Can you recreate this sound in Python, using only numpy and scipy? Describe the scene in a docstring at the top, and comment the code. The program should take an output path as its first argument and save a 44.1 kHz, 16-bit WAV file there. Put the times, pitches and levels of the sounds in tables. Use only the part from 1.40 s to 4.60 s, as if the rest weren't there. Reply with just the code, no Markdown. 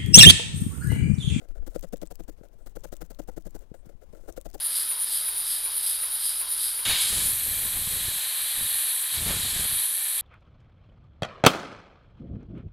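"""Fingers turn a roll of wool on a bristle mat with small rasps, and an arm leans on the table.
Then felting needles stab the roll about eleven times a second, in three runs with fingers between.
Each stab rasps through the fibres, rings the mat's modes and rocks the table; the withdrawal crackles.
Barbs tick as they let go, brushing swishes softly, and between the runs the table is knocked.
A close microphone feeds the left channel, over a wavering floor of noise and low table shaking."""
import sys
import numpy as np
from scipy import signal
from scipy.fft import rfft, irfft
from scipy.io import wavfile

SR = 44100
rng = np.random.default_rng(int(sys.argv[2]) if len(sys.argv) > 2 else 0)


def voltage_ratio(level):
    """Linear amplitude factor for a level in decibels (scalar or array-like)."""
    return 10 ** (np.asarray(level, float) / 20)


def store_wav(level_fs):
    """Save 16-bit WAV to argv[1]."""
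    pcm = np.round(np.clip(np.atleast_2d(level_fs), -1, 1) * 32767)
    wavfile.write(sys.argv[1], SR, pcm.T.astype(np.int16))


N = 141120   # 3.2 s

# Levels in dB are those ahead of the microphone gain.
# Stabs of the needles. Each row: start in seconds, length in seconds, rasp level in dB, mat level in dB,
# crunch level in dB, share of the stroke at which the mat takes the push (0-1).
STROKES = [(0.261, 0.026, -47.5, -42.5, -62, 0.49), (0.3422, 0.03, -48.5, -38, -61, 0.36),
           (0.4196, 0.0382, -51, -45, -64.5, 0.67), (0.5223, 0.024, -46, -35, -67.5, 0.51),
           (0.6137, 0.026, -48.5, -44, -63, 0.69), (0.7012, 0.028, -49, -47, -77, 0.48),
           (0.79, 0.024, -52.5, -47, -76, 0.43), (0.876, 0.029, -51, -46.5, -68, 0.42),
           (1.258, 0.026, -52, -49, -63.5, 0.58), (1.352, 0.024, -48.5, -44.5, -63, 0.6),
           (1.4335, 0.026, -45, -46.5, -61, 0.51), (1.5179, 0.027, -45.5, -46, -62, 0.52),
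           (1.606, 0.027, -47, -44, -57.5, 0.42), (1.6989, 0.025, -51.5, -49.5, -66, 0.67),
           (1.7853, 0.024, -47.5, -39, -62, 0.47), (1.8733, 0.031, -52, -42.5, -62, 0.64),
           (1.961, 0.029, -50.5, -43.5, -65, 0.53), (2.0487, 0.035, -52, -44.5, -69.5, 0.53),
           (2.142, 0.03, -49.5, -46, -67.5, 0.47), (2.874, 0.036, -50.5, -42, -59.5, 0.47),
           (2.9604, 0.031, -48.5, -45.5, -64.5, 0.58), (3.049, 0.025, -47.5, -45, -70.5, 0.47),
           (3.1344, 0.028, -47, -43.5, -65, 0.64)]
# Modes of the mat and table top. Each row: frequency in Hz, width in Hz, level in dB.
MAT_MODES = [(167.6, 26.3, -6), (319.5, 44.3, 2), (478, 71, -1), (556, 74, 0.5), (664, 120, -6.5),
             (833, 147, -18)]
# The packed wool's own resonances. Each row: frequency in Hz, width in Hz, level in dB.
WOOL_MODES = [(890, 220, -14), (1342, 220, 3.5), (1645, 380, -1), (2015, 227, -4)]
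MAT_GRAINS_PER_S, MAT_SPREAD_DB = 1500, 2   # fibre snaps that drive the mat


def rms_one(x):
    """Scale to an rms of 1."""
    return x / np.sqrt(np.mean(x ** 2) + 1e-20)


def coloured(x, points):
    """Shape x by a spectrum of (Hz, dB) points joined over log frequency; rms 1."""
    hz = np.maximum(np.arange(N // 2 + 1) * SR / N, 1)
    f, db = np.transpose(points)
    gain = voltage_ratio(np.interp(np.log(hz), np.log(f), db))
    return rms_one(irfft(rfft(x) * gain, N))


def drift(rate_hz):
    """Slow chance: noise through two equal one-pole low-passes; rms 1."""
    r = np.exp(-2 * np.pi * rate_hz / SR)
    noise = rng.standard_normal(N + SR)
    return rms_one(signal.lfilter([1], [1, -2 * r, r * r], noise)[SR:])   # first second settles the filter


def band(lo_hz, hi_hz):
    """Noise between two edges; rms 1."""
    sos = signal.butter(2, [lo_hz, hi_hz], "band", fs=SR, output="sos")
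    return rms_one(signal.sosfilt(sos, rng.standard_normal(N)))


def grains(per_s, spread_db):
    """Random fibre snaps of uneven size and either sign; rms 1."""
    size = voltage_ratio(spread_db * np.minimum(rng.exponential(1, N), 4)) * rng.choice([-1, 1], N)
    return rms_one(size * (rng.random(N) < per_s / SR))


def plateau(start, length, rise, fall):
    """Rise, hold, then an exponential fall (all in seconds)."""
    t = np.arange(N) / SR - start
    return np.clip(t / rise, 0, 1) ** 2 * np.exp(-np.clip(t - length + fall, 0, 1) / fall)


def hump(start, length, peak_at=0.52, sharpness=1):
    """One smooth push, highest at the share peak_at of its length."""
    u = np.clip((np.arange(N) / SR - start) / length, 0, 1)
    warped = u ** (np.log(0.5) / np.log(peak_at))
    return np.abs(np.sin(np.pi * warped)) ** sharpness


def resonate(force, modes):
    """Short, broad modes in parallel with alternating sign, each a two-pole resonance."""
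    out = 0
    for k, (hz, width_hz, db) in enumerate(modes):
        r = np.exp(-np.pi * width_hz / SR)
        b = [(1 - r * r) / 2, 0, (r * r - 1) / 2]
        a = [1, -2 * r * np.cos(2 * np.pi * hz / SR), r * r]
        out = out + (-1) ** k * voltage_ratio(db) * signal.lfilter(b, a, force + 1e-18)
    return out


def mat(force):
    """The mat and table top ring under a force."""
    return resonate(force, MAT_MODES)


def room():
    """Steady background noise, strongest in the bass, whose level wavers."""
    # Spectrum of the background. Each row: frequency in Hz, level in dB.
    floor_spectrum = [(29, -2.5), (50, 2.5), (96, -12.5), (231, -19), (552, -23), (1040, -31), (1320, -36),
                      (4240, -43.5), (12900, -47), (15700, -48), (16300, -52)]
    return voltage_ratio(-60 + 2.6 * drift(24)) * coloured(rng.standard_normal(N), floor_spectrum)


def table_shake():
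    """The table never quite rests: low-passed drift shakes it."""
    sos = signal.butter(3, 34.8, fs=SR, output="sos")   # low-pass in Hz
    return voltage_ratio(-49) * rms_one(signal.sosfilt(sos, drift(33)))


def fibre_rasp():
    """Dense fibre snaps with a rasping spectrum and flickering level."""
    # Spectrum of the rasp. Each row: frequency in Hz, level in dB per Hz.
    rasp_spectrum = [(590, 10.5), (1000, -6), (1970, -8), (2440, -15), (2710, -9.5), (5500, -8),
                     (7500, -5.5), (9000, -6.5), (12000, -8), (15200, -4.5), (15950, -15), (16500, -36)]
    return voltage_ratio(1.72 * drift(150)) * coloured(grains(10000, 4.5), rasp_spectrum)


def fibre_scrape():
    """Bright fibre scrapes that come and go: sparser snaps in narrow resonances."""
    # Resonances of the scrape. Each row: frequency in Hz, width in Hz, level in dB.
    scrape_modes = [(6420, 1120, -0.46), (7610, 620, -1.5)]
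    level = voltage_ratio(-18 + 2.62 * drift(80))   # dB against the rasp
    return level * rms_one(resonate(grains(4000, 6.8), scrape_modes))


def fingers():
    """Fingers turn and press the roll on the bristles: rasp, with light snaps into mat and wool."""
    # Presses of the fingers. Each row: start in seconds, length in seconds, rasp level in dB, mat level in dB.
    presses = [(0.0, 0.06, -66.5, -53.5), (0.08, 0.038, -69, -60), (0.149, 0.039, -65.5, -51.5),
               (0.216, 0.023, -75, -60.5), (0.311, 0.071, -65, -54), (0.976, 0.061, -75.5, -62),
               (1.031, 0.031, -64, -55), (1.085, 0.021, -84, -62.5), (1.126, .025, -69.5, -59),
               (1.182, 0.054, -72.5, -61.5), (2.203, 0.029, -64, -59.5), (2.337, 0.019, -57.5, -48.5),
               (2.365, 0.019, -72.5, -92), (2.421, 0.012, -90, -60), (2.444, 0.055, -95, -61),
               (2.454, 0.018, -62, -59), (2.488, 0.019, -62, -57), (2.52, 0.015, -78, -60),
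               (2.611, 0.035, -66, -56.5), (2.723, 0.021, -65, -51.5), (2.746, 0.02, -62, -50),
               (2.764, 0.035, -69, -59.5), (2.8, 0.084, -70.5, -76), (2.833, 0.02, -92, -54)]
    rasp = rub = 0
    for start, length, rasp_db, mat_db in presses:
        press = plateau(start, length, 0.0034, 0.0089)
        rasp = rasp + voltage_ratio(rasp_db) * press
        rub = rub + voltage_ratio(mat_db) * press
    # fingers push the mat too lightly to move its lowest modes
    light = signal.sosfilt(signal.butter(2, 404, "high", fs=SR, output="sos"), grains(900, 4.7))
    crunch_db = -23.5   # they also crunch the packed wool
    modes = MAT_MODES + [(hz, width, db + crunch_db) for hz, width, db in WOOL_MODES]
    body = resonate(rub * voltage_ratio(2.46 * drift(81)) * light, modes)
    body = body / np.std(mat(grains(MAT_GRAINS_PER_S, MAT_SPREAD_DB)))   # against the mat under steady snaps
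    return rasp * (fibre_rasp() + fibre_scrape()) + body


def ticks():
    """Barbs let go of fibres: each tick is a tiny decaying noise burst in three bands."""
    # Ticks of the barbs. Each row: time in seconds, level in dB, low band and high band in dB against the middle.
    releases = [(0.0878, -48, 7.5, 5), (0.3461, -36, -8, -8), (0.3608, -31, -0.5, 4), (0.384, -37, -6, -6),
                (0.3937, -31.5, 3, 7), (0.4101, -37.5, 3.5, 12.5), (0.4269, -23, -5, -13),
                (0.4383, -37, 9, -6), (0.4882, -32, -19, -10), (0.56, -49, 15, -4), (0.5712, -29, -4, 5),
                (0.5793, -35, -1, -2), (0.616, -36.5, 9.5, 8), (0.6552, -43, 4.5, 5), (0.6634, -40.5, 5, 3),
                (0.6728, -25.5, -12, -19), (0.7556, -28, -5.5, 5.5), (0.8368, -37.5, -1.5, 2),
                (0.9262, -41, -7, -6), (0.9762, -49, -4, 2), (1.086, -52.5, 8, 10), (1.296, -39.5, -3, -1),
                (1.396, -44, -10, -4), (1.4067, -35.5, -14, -12), (1.475, -49, 3, -4), (1.552, -43, 4, -3),
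                (1.567, -26, -10, -3), (1.5958, -58, -12, -15.5), (1.664, -39, -9, 3), (1.73, -50, 3, -1),
                (1.7471, -32.5, -2, -3), (1.8192, -49.5, 13.5, 13), (1.9365, -39, -6, -6),
                (2.023, -40, -4, 1), (2.1074, -36, -8, 0), (2.1914, -37, -1, 0), (2.925, -22.5, -20, -10),
                (2.9394, -51, -8, -7), (3.0128, -29.5, -2.5, 4), (3.0235, -55.5, 1, 8),
                (3.0462, -48, -15, 10), (3.1012, -42, 7, 7), (3.1132, -40, 3, 4), (3.1316, -38, 1, 2),
                (3.1934, -40, 5, 2)]
    # Edges of the three bands, in Hz.
    edges_hz = (2160, 6360, 8600, 15700)
    t60_s, rise_s = 0.0032, 0.00071
    bursts, t = np.zeros((3, N + 400)), np.arange(400) / SR
    shape = voltage_ratio(-60 * t / t60_s) * (1 - np.exp(-t / rise_s))
    for time, db, low_db, high_db in releases:
        i = int(time * SR)
        bursts[:, i:i + 400] += voltage_ratio(db + np.array([[low_db], [0], [high_db]])) * shape
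    return 0.44 * sum(bursts[k, :N] * band(edges_hz[k], edges_hz[k + 1]) for k in range(3))


def leans():
    """The arm leans on the table: slow smooth pushes either way."""
    # Leans of the arm. Each row: start in seconds, level in dB, direction (1 or -1), length in seconds.
    arm_pushes = [(0.091, -28.5, 1, .03), (0.168, -30, -1, 0.022), (0.196, -26, -1, 0.016),
                  (0.212, -30, 1, 0.04), (0.277, -34, -1, 0.0346), (.385, -32, 1, 0.026)]
    return sum(voltage_ratio(db) * np.sign(way) * hump(start, length, sharpness=1.23)
               for start, db, way, length in arm_pushes)


def jolts():
    """The needles suddenly give and the mat takes single pushes."""
    # Jolts into the mat. Each row: time in seconds, size in dB against one ordinary snap.
    gives = [(0.278, 11.5), (0.3588, 17.5), (0.4355, 6.5), (0.443, 10), (0.5297, 9.5), (0.5343, 13),
             (0.5383, 12.5), (0.6206, 6.5), (0.631, 9.5), (0.7103, 7.5), (0.885, 3), (1.368, 12),
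             (1.4526, 7.5), (1.525, 3.5), (1.6182, 5.5), (1.707, 3.5), (1.7988, 12.5), (1.8857, 6.5),
             (1.9757, 10), (2.061, 4), (2.8876, 7.5), (2.976, 11), (3.061, 9)]
    out = np.zeros(N)
    for time, db in gives:
        out[int(time * SR)] = -voltage_ratio(db) * np.sqrt(SR / MAT_GRAINS_PER_S)
    return out


def struck(force, modes, start, length, db):
    """Ringing from one stroke's start over 0.14 s, its energy set by level and stroke length."""
    out, part = np.zeros(N), slice(int(start * SR), int((start + 0.14) * SR))
    ring = resonate(force[part], modes)
    out[part] = voltage_ratio(db) * ring * np.sqrt(length * SR / np.sum(ring ** 2))
    return out


def stabs():
    """Needles rasp in, drive mat and packed wool with snaps and jolts, then crackle on withdrawal."""
    # One row a stab: level of each of the mat's six modes, lowest first, in dB against the stab's mat level.
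    mode_shares = [(-13, -1, -5, -6, -9, -17), (-15, -9.5, -2, -1.5, -10, -27),
                   (-3, -5.5, -3.5, -4, -12.5, -36), (-11.5, -5, -4, -4.5, -9.5, -31),
                   (-9.5, -8, -9.5, -3, -7, -13.5), (-10, -12, -4, -7, -9, -11),
                   (-3.5, -1, -5, -9, -7, -40), (-11, -3, -9, -11, -15, -15.5),
                   (-13.5, -8.5, -4, -7.5, -14, -19), (-11.5, -7, -2, -4, -21, -13.5),
                   (-13, -11, -13, -2.5, -6, -8), (-20, -5.5, -10, -6.5, -4.5, -16),
                   (-5.5, -5.5, -3, -8, -13.5, -24), (-9, -6.5, -4, -1, -10, -13.5),
                   (-12.5, -5, -12, -7, -8.5, -14), (-11, -11, -4.5, -9.5, -15.5, -11.5),
                   (-9, -1.5, -16.5, -12.5, -7.5, -26), (-6.5, -6, -8, -7.5, -12, -19),
                   (-11, -5, -5, -7.5, -9.5, -10.5), (-18.5, -4.5, -4, -3, -5.5, -19.5),
                   (-20, -12, -3.5, 1, -18, -27), (-8, -7, -14, -10, -2, -12),
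                   (-17, -7, -7.5, -4, -4.5, -11.5)]
    # Spectrum of the withdrawal's crackle. Each row: frequency in Hz, level in dB per Hz.
    pull_spectrum = [(590, -31), (1000, 1), (2100, -5.5), (4500, -8), (7000, 0), (10000, -6.5), (15600, -1),
                     (16300, -11)]
    pull_after_s, pull_s = 0.0034, 0.033
    pull_db, pull_mat_db = -20.5, -23.5   # withdrawal, against the stab
    rasp = pulls = body = 0
    force = grains(MAT_GRAINS_PER_S, MAT_SPREAD_DB)
    snaps = grains(1500, 3.5)
    jolt = jolts()
    for (start, length, rasp_db, mat_db, crunch_db, peak_at), shares in zip(STROKES, mode_shares):
        pull = hump(start + length + pull_after_s, pull_s, sharpness=0.5)
        push = hump(start, length, peak_at, 1.19)
        rasp = rasp + voltage_ratio(rasp_db) * hump(start, length, 0.46)
        pulls = pulls + voltage_ratio(rasp_db + pull_db) * pull
        load = force * (push + voltage_ratio(pull_mat_db) * pull) + jolt
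        for k, mode in enumerate(MAT_MODES):
            body = body + (-1) ** k * struck(load, [mode], start, length, mat_db + shares[k])
        wool_load = snaps * push + voltage_ratio(-2.5) * jolt
        body = body + struck(wool_load, WOOL_MODES, start, length, crunch_db)
    scrape = fibre_scrape()
    crackle = voltage_ratio(2.0 * drift(110)) * coloured(grains(11000, 6.2), pull_spectrum)
    return rasp * (fibre_rasp() + scrape) + pulls * (crackle + scrape) + body


def table_rock():
    """Each stab pushes the table just after it starts, and slow decaying modes rock."""
    # Rocking modes of the table. Each row: frequency in Hz, level in dB, 60 dB decay time in seconds.
    rock_modes = [(12.23, -1, 0.31), (23.1, -6, 0.026), (32.7, 2, 0.21), (71, -8.5, 0.14), (103, -5, 0.046)]
    follows = 0.084   # share of the mat's level swing, in dB, that the push follows
    push = sum(voltage_ratio(follows * (mat_db + 49)) * hump(start + 0.0035, 0.012)
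               for start, _, _, mat_db, _, _ in STROKES)
    rock = 0
    for hz, db, t60_s in rock_modes:
        r, w = voltage_ratio(-60 / (t60_s * SR)), 2 * np.pi * hz / SR
        a = [1, -2 * r * np.cos(w), r * r]
        rock = rock + voltage_ratio(db) * signal.lfilter([0, np.sin(w)], a, push - push.mean())
    return voltage_ratio(-42) * rock / (0.0053 * SR)


def swish():
    """A hand or sleeve brushes softly: a bright, narrow hiss."""
    # Brushes. Each row: start in seconds, length in seconds, level in dB.
    brushes = [(0.305, 0.046, -78), (1.178, 0.15, -80), (2.342, 0.077, -76), (2.704, 0.25, -80.5)]
    centre_hz, width_hz = 8600, 2000
    level = sum(voltage_ratio(db) * hump(start, length, sharpness=0.21) for start, length, db in brushes)
    return level * band(centre_hz - width_hz / 2, centre_hz + width_hz / 2)


def knocks():
    """Soft knocks on the table: a push with an opposite recoil before it, ringing the mat too."""
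    # Knocks. Each row: time in seconds, level in dB, direction (1 or -1), contact in seconds, recoil share (0-1).
    contacts = [(1.012, -38, 1, 0.0026, 0.04), (1.152, -50.5, 1, 0.0052, 0.8),
                (2.316, -31.5, 1, 0.0028, 0.05), (2.468, -39, -1, 0.0041, 0.03),
                (2.547, -42.5, 1, 0.0071, 0.1), (2.7, -48, 1, 0.0058, 0.2), (2.736, -39.5, -1, 0.0013, 0.9)]
    knock = 0
    for start, db, way, contact, recoil in contacts:
        push = hump(start, contact, sharpness=2.07)
        push = push - recoil * hump(start - contact, contact, sharpness=0.5)
        knock = knock + voltage_ratio(db) * np.sign(way) * push
    return knock + 0.49 * mat(knock)


def scene():
    """All the sounds at the microphone on the left; nothing on the right."""
    wool = fingers() + ticks() + stabs() + swish()
    table = table_shake() + leans() + table_rock() + knocks()
    return np.array([wool + table + room(), np.zeros(N)])


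def top_cut(x):
    """Nothing passes above the cut-off."""
    return signal.sosfilt(signal.butter(12, 16670, fs=SR, output="sos"), x)


def record(dry):
    """The microphone channel loses its top and its lowest rumble, then gains 6 dB."""
    low_pass = signal.cheby2(12, 40, 16600, fs=SR, output="sos")   # 40 dB down from 16600 Hz
    high_pass = signal.butter(1, 5, "high", fs=SR, output="sos")
    heard = signal.sosfilt(high_pass, signal.sosfilt(low_pass, dry))
    return top_cut(heard * voltage_ratio(6))


dry = scene()
out = record(dry)
store_wav(out)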